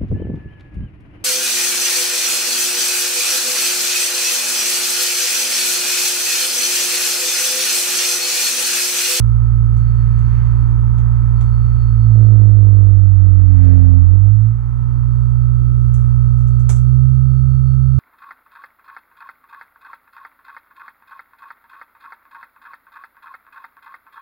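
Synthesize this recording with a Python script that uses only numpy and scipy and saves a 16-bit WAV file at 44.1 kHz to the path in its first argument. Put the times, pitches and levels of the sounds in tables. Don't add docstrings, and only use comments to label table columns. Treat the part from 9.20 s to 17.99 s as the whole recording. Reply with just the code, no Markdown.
import sys
import numpy as np
from scipy import signal
from scipy.fft import rfft, irfft
from scipy.io import wavfile
from scipy.ndimage import uniform_filter1d

SR = 44100
rng = np.random.default_rng(int(sys.argv[2]) if len(sys.argv) > 2 else 0)


def unload_audio(sound):
    columns = np.transpose(np.atleast_2d(sound))
    steps = np.round(np.clip(columns, -1, 1) * 32767)
    wavfile.write(sys.argv[1], SR, steps.astype(np.int16))


N = 387638


def undb(db):
    return 10 ** (np.asarray(db) / 20)


def curves(table):
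    times, *columns = np.transpose(table)
    return [np.interp(np.arange(N) / SR, times, c) for c in columns]


def band(x, hz, *widths_hz):
    for width in widths_hz:
        x = signal.lfilter(*signal.iirpeak(hz, hz / width, fs=SR), x)
    return x


def unit(x):
    return x / np.sqrt(np.mean(x ** 2))


def drift(rate_hz):
    hold = int(SR / rate_hz)
    steps = np.repeat(rng.standard_normal(N // hold + 1), hold)
    ramps = uniform_filter1d(steps, hold, mode="wrap")
    return 1.4 * uniform_filter1d(ramps, hold, mode="wrap")[:N]


def stereo_noise(correlation):
    shared, own = rng.standard_normal(N), rng.standard_normal((2, N))
    return np.sqrt(correlation) * shared + np.sqrt(1 - correlation) * own


def motor():
    # time_s, shaft_hz
    speed = [(0, 57.8), (0.4, 57.64), (1.2, 58.35), (2.0, 58.55), (2.6, 58.6), (3.2, 52.68), (3.6, 49.56),
             (4.05, 46.87), (4.5, 44.79), (4.83, 43.45), (4.91, 44.4), (5.01, 48.3), (5.15, 52.7),
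             (5.29, 55.7), (5.4, 58.5), (5.6, 60.05), (5.9, 60.45), (6.3, 60.73), (7.55, 60.92),
             (7.75, 63.18), (7.95, 64.34), (8.2, 64.67), (8.79, 65.1)]
    shake_hz = [43.5, 45, 46, 47.5, 49, 51, 52.7, 54.6, 55.6, 56.6, 57.7, 58.6, 60, 60.9, 63.6, 64.5, 65.1]
    # first_order_db, second_order_db
    shake_db = [(-4, 6.5), (-4.5, 7), (-4, 5.3), (-6.5, 5.5), (-6, 6), (-7.5, 6), (-9.5, 5), (-11.5, 3.5),
                (-10.5, 0.5), (-8.5, -4), (-8.5, -7.5), (-10, -7.5), (-11, -7), (-9.8, -4.4), (-10, -0.9),
                (-9, -3), (-9.5, -4)]
    # shaft_hz, phase_rad, left_minus_right_db, left_lead_rad
    bench = [(44, -4.1, -23, -2.5), (46, -3.7, -28.5, -2.1), (47.3, -3.15, -26, -1.4),
             (50, -2.85, -22.5, -1.15), (53, -2.7, -21.5, -1.0), (54.6, -3.0, -17, -.7),
             (56.5, -2.9, -11, -.8), (58.4, -2.05, -9.5, -1.7), (59.6, -1.8, -10.7, -1.9),
             (60.5, -1.5, -13.5, -2.15), (61, -1.5, -15.7, -2.2), (63.2, -1.2, -21.5, -1.95),
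             (65, -.9, -26.4, -1.9)]
    # multiple, left_db, right_db
    weak_orders = [(3, -44.5, -30), (4, -43.5, -33), (5, -52, -41), (0.43, -37, -29)]
    bench_lag_s, pull_db_per_hz_per_s = 0.022, 0.01
    hz, = curves(speed)
    lagged_hz = np.interp(np.arange(N) - bench_lag_s * SR, np.arange(N), hz)
    first_db, second_db = (np.interp(lagged_hz, shake_hz, c) for c in np.transpose(shake_db))
    speeding_up = np.maximum(hz - lagged_hz, 0) / bench_lag_s
    first_db += pull_db_per_hz_per_s * speeding_up
    bench_hz, *response = np.transpose(bench)
    bench_rad, left_offset_db, left_lead = (np.interp(hz, bench_hz, c) for c in response)
    angle = -1.51 + 2 * np.pi * np.cumsum(hz) / SR
    second_phase = 2 * angle + bench_rad
    right = undb(first_db + 0.055 * drift(15)) * np.cos(angle)
    right += undb(second_db + .2 * drift(9)) * np.cos(second_phase)
    left = undb(first_db - 15.5) * np.cos(angle - 1.65)
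    left += undb(second_db + left_offset_db) * np.cos(second_phase + left_lead)
    out = np.array([left, right])
    for multiple, *port_db in weak_orders:
        out += undb(first_db + np.c_[port_db] + 3 * drift(4)) * np.cos(multiple * angle - .6)
    fade_db = 1.7 * np.minimum(hz - 58.5, 0) - np.maximum(hz - 61, 0)
    out += undb(np.c_[[-48, -26]] + fade_db + 2.1 * drift(2.4)) * np.cos(1.5 * angle)
    return out + panel_ring(second_phase)


def pump():
    # multiple, left_db, right_db, left_rad, right_rad
    harmonics = [(24, -63, -63, -2.5, 3.0), (25, -50.5, -60, .9, -.3), (26, -53.5, -47.5, 0, -.9),
                 (27, -47, -50, 0, -1.8), (28, -65, -68, 2.0, 2.0), (30, -69, -68, .2, -2.6),
                 (31, -68, -74, 1.5, -.2)]
    pump_hz, out = 49.545, 0
    angle = 2 * np.pi * pump_hz * np.arange(N) / SR + 0.0095 * drift(2.4)
    for multiple, *ports in harmonics:
        db, rad = np.reshape(ports, (2, 2, 1))
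        out += undb(db + 0.67 * drift(4)) * np.cos(multiple * angle + rad)
    return out


def hums():
    # pitch_hz, left_db, right_db
    tones = [(98.1, -42.5, -39), (200.7, -53.5, -45.5), (314.8, -57, -51.5), (412, -69, -61)]
    t, out = np.arange(N) / SR, 0
    for hz, *port_db in tones:
        out += undb(np.c_[port_db] + 3.5 * drift(3)) * np.cos(2 * np.pi * hz * t + 0.52 * drift(3))
    return out


def room_tone():
    # frequency_hz, left_db, right_db
    spectrum = [(19.8, -56, -49), (34.4, -49.5, -47.5), (57, -51.5, -56), (96, -54.5, -49), (142, -59, -55),
                (226, -72.5, -63), (409, -80, -74.5), (595, -90.5, -83.5), (890, -92.5, -85),
                (1340, -87, -82.5), (1870, -99, -97), (3260, -105, -101), (4700, -114, -110),
                (6100, -110, -105), (9600, -115, -111), (12600, -124, -119), (13400, -150, -145)]
    hz, *port_db = np.transpose(spectrum)
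    log_hz = np.log(np.maximum(np.arange(N // 2 + 1) * SR / N, 1))
    gain = undb([np.interp(log_hz, np.log(hz), db) for db in port_db]) * np.sqrt(SR / 2)
    return irfft(rfft(stereo_noise(0.14)) * gain, N)


def drive_whine():
    # time_s, level_db
    envelope = [(.45, -76), (.62, -68.5), (1.45, -72), (1.6, -79.5), (2.1, -75.5), (2.25, -68), (2.8, -68),
                (3.3, -70.5), (4.1, -70.5), (4.4, -65.5), (5.0, -71.5), (5.6, -78), (5.85, -72.5),
                (6.5, -75), (7.4, -72), (8.3, -69.5)]
    # multiple, left_db, right_db
    partials = [(1, 4.5, 7), (2, -10, -7.5)]
    switching_hz, octave_swell_share = 4394.5, .4
    phase = 2 * np.pi * switching_hz * np.arange(N) / SR
    db, = curves(envelope)
    mean_db, out = np.mean(db), 0
    for multiple, *port_db in partials:
        swell_db = (db - mean_db) * octave_swell_share ** (multiple - 1)
        out += undb(mean_db + swell_db + np.c_[port_db] + 1.7 * drift(40)) * np.cos(multiple * phase)
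    return out


def traffic():
    # time_s, wash_db, body_db
    swells = [(.4, -60, -51.5), (1.15, -50.5, -47), (1.6, -59, -47), (2.25, -57, -46), (2.7, -59.5, -54.5),
              (3.4, -59, -50.5), (4.15, -54.5, -48.5), (4.45, -44.5, -47), (4.7, -52, -44.5),
              (5.3, -56, -47), (5.9, -63, -47.5), (6.4, -66.5, -54), (6.7, -63, -55.5), (6.85, -61.5, -51),
              (7.2, -65.5, -58.5), (7.6, -72.5, -63), (8.6, -74, -67.5)]
    wash_db, body_db = curves(swells)
    pan_db, noise = np.c_[[-3, 2]], stereo_noise(0.44)
    wash = unit(band(band(noise, 1600, 870, 1700), 1700, 3000))
    hiss = unit(band(band(noise, 6300, 2500), 6500, 3000))
    body = undb(body_db + pan_db + drift(8.6)) * unit(band(stereo_noise(0.15), 1000, 800, 700, 1300))
    rumble = undb(-39.5 + 3.7 * drift(3.2)) * unit(band(band(stereo_noise(1), 45, 36), 48, 52))
    return undb(wash_db + pan_db + drift(5.4)) * (wash + undb(-18) * hiss) + body + rumble


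def distant_engine():
    # time_s, pitch_hz, level_db
    note = [(.1, 136.5, -48), (.4, 139.2, -36), (1.3, 139.6, -37), (1.8, 136.2, -49.5), (2.5, 134, -40),
            (3.2, 132, -70.5)]
    hz, db = curves(note)
    return undb(db + 4.6 * drift(2.1)) * np.cos(2 * np.pi * np.cumsum(hz) / SR)


def ticks():
    # start_s, click_db, low_modes_db, rustle_db
    cues = [(.567, -32, -3, -55.5), (0.75, -46, 2.5, -70), (.982, -39.5, 1.5, -58),
            (1.783, -30.5, 6.5, -57.5), (2.2102, -26, 3.5, -51.5), (2.449, -45.5, 6, -67),
            (3.837, -35, -13, -61), (4.139, -33.5, -6, -65), (4.447, -28, 7.5, -63.5),
            (6.740, -23, -10, -46), (6.799, -43, -4, -58.5), (7.179, -45, -7, -60.5), (7.199, -45, -1, -58),
            (7.271, -36, -8.5, -53), (7.396, -29, -7.5, -52.5), (7.4934, -5.5, -9, -32),
            (7.5002, -7, -9.5, -31.5), (7.559, -25.5, -8, -43), (7.946, -44.5, 1.5, -61)]
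    # pitch_hz, width_hz, gain_db
    modes = [(383, 170, 22), (726, 390, 18.5), (1360, 320, 16.5), (2200, 500, 9.5), (3370, 910, 6.5),
             (6600, 1400, 6), (7440, 1600, 5), (10100, 1400, 9), (13500, 3000, -7)]
    attack_s, rustle_t60_s, left_lag_samples = 0.0036, .2, 3
    pan = undb(np.c_[[-3.75, 3.75]])
    out, t = np.zeros((2, N + SR)), np.arange(SR // 2) / SR
    for start_s, click_db, low_db, rustle_db in cues:
        top_db = -19.5 - 0.9 * low_db
        noise = rng.standard_normal((3, len(t)))
        click = undb(click_db) * (np.arange(len(t)) == np.c_[[left_lag_samples, 0]])
        envelope = undb(rustle_db - 60 * t / rustle_t60_s) * np.minimum(t / attack_s, 1)
        rustle = envelope * (noise[:2] + 0.4 * noise[2])
        start = int(start_s * SR)
        for hz, width, db in modes:
            is_low = hz < 5000
            push = click + rustle * (np.exp(-t / 0.23) if is_low else 1)
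            tilt_db = low_db if is_low else top_db if hz > 9000 else 0
            ring = band(push, hz, width, 2 * width, 2 * width)
            out[:, start:start + len(t)] += pan * undb(db + tilt_db) * ring
    return out[:, :N]


def panel_ring(second_phase):
    # time_s, level_db
    envelope = [(2.85, -58), (3.0, -38), (3.8, -29), (4.2, -23.5), (4.5, -8.5), (4.78, -11), (4.87, -24.5),
                (5.15, -34.5), (5.29, -57.5)]
    db, = curves(envelope)
    ring = np.cos(3 * second_phase - 2.7) + undb(-3.5) * np.cos(2 * second_phase - .8)
    return undb(db) * ring * np.c_[[-undb(-15), 1]]


def gain_control(x):
    threshold_db, cut_db_per_db, duck_s, recover_s = -8.5, .6, 0.16, 0.54
    hop = 441
    power = uniform_filter1d(x ** 2, size=8 * hop, axis=1).max(axis=0)[::hop]
    targets_db = -cut_db_per_db * np.maximum(10 * np.log10(power + 1e-12) - threshold_db, 0)
    gain_db = [targets_db[0]]
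    for target in targets_db[1:]:
        gap = target - gain_db[-1]
        gain_db.append(gain_db[-1] + gap * hop / SR / (duck_s if gap < 0 else recover_s))
    return x * undb(np.interp(np.arange(N), np.arange(len(gain_db)) * hop, gain_db))


def scene():
    throb = motor()
    bed = undb(1.5) * (pump() + hums() + room_tone())
    return throb + bed + drive_whine() + traffic() + distant_engine() + ticks()


def record(dry):
    clipped = np.clip(gain_control(dry), -1, 1)
    cutoff_hz = 15500
    return signal.sosfilt(signal.ellip(8, .05, 70, cutoff_hz, fs=SR, output="sos"), clipped)


dry = scene()
out = record(dry)
unload_audio(out)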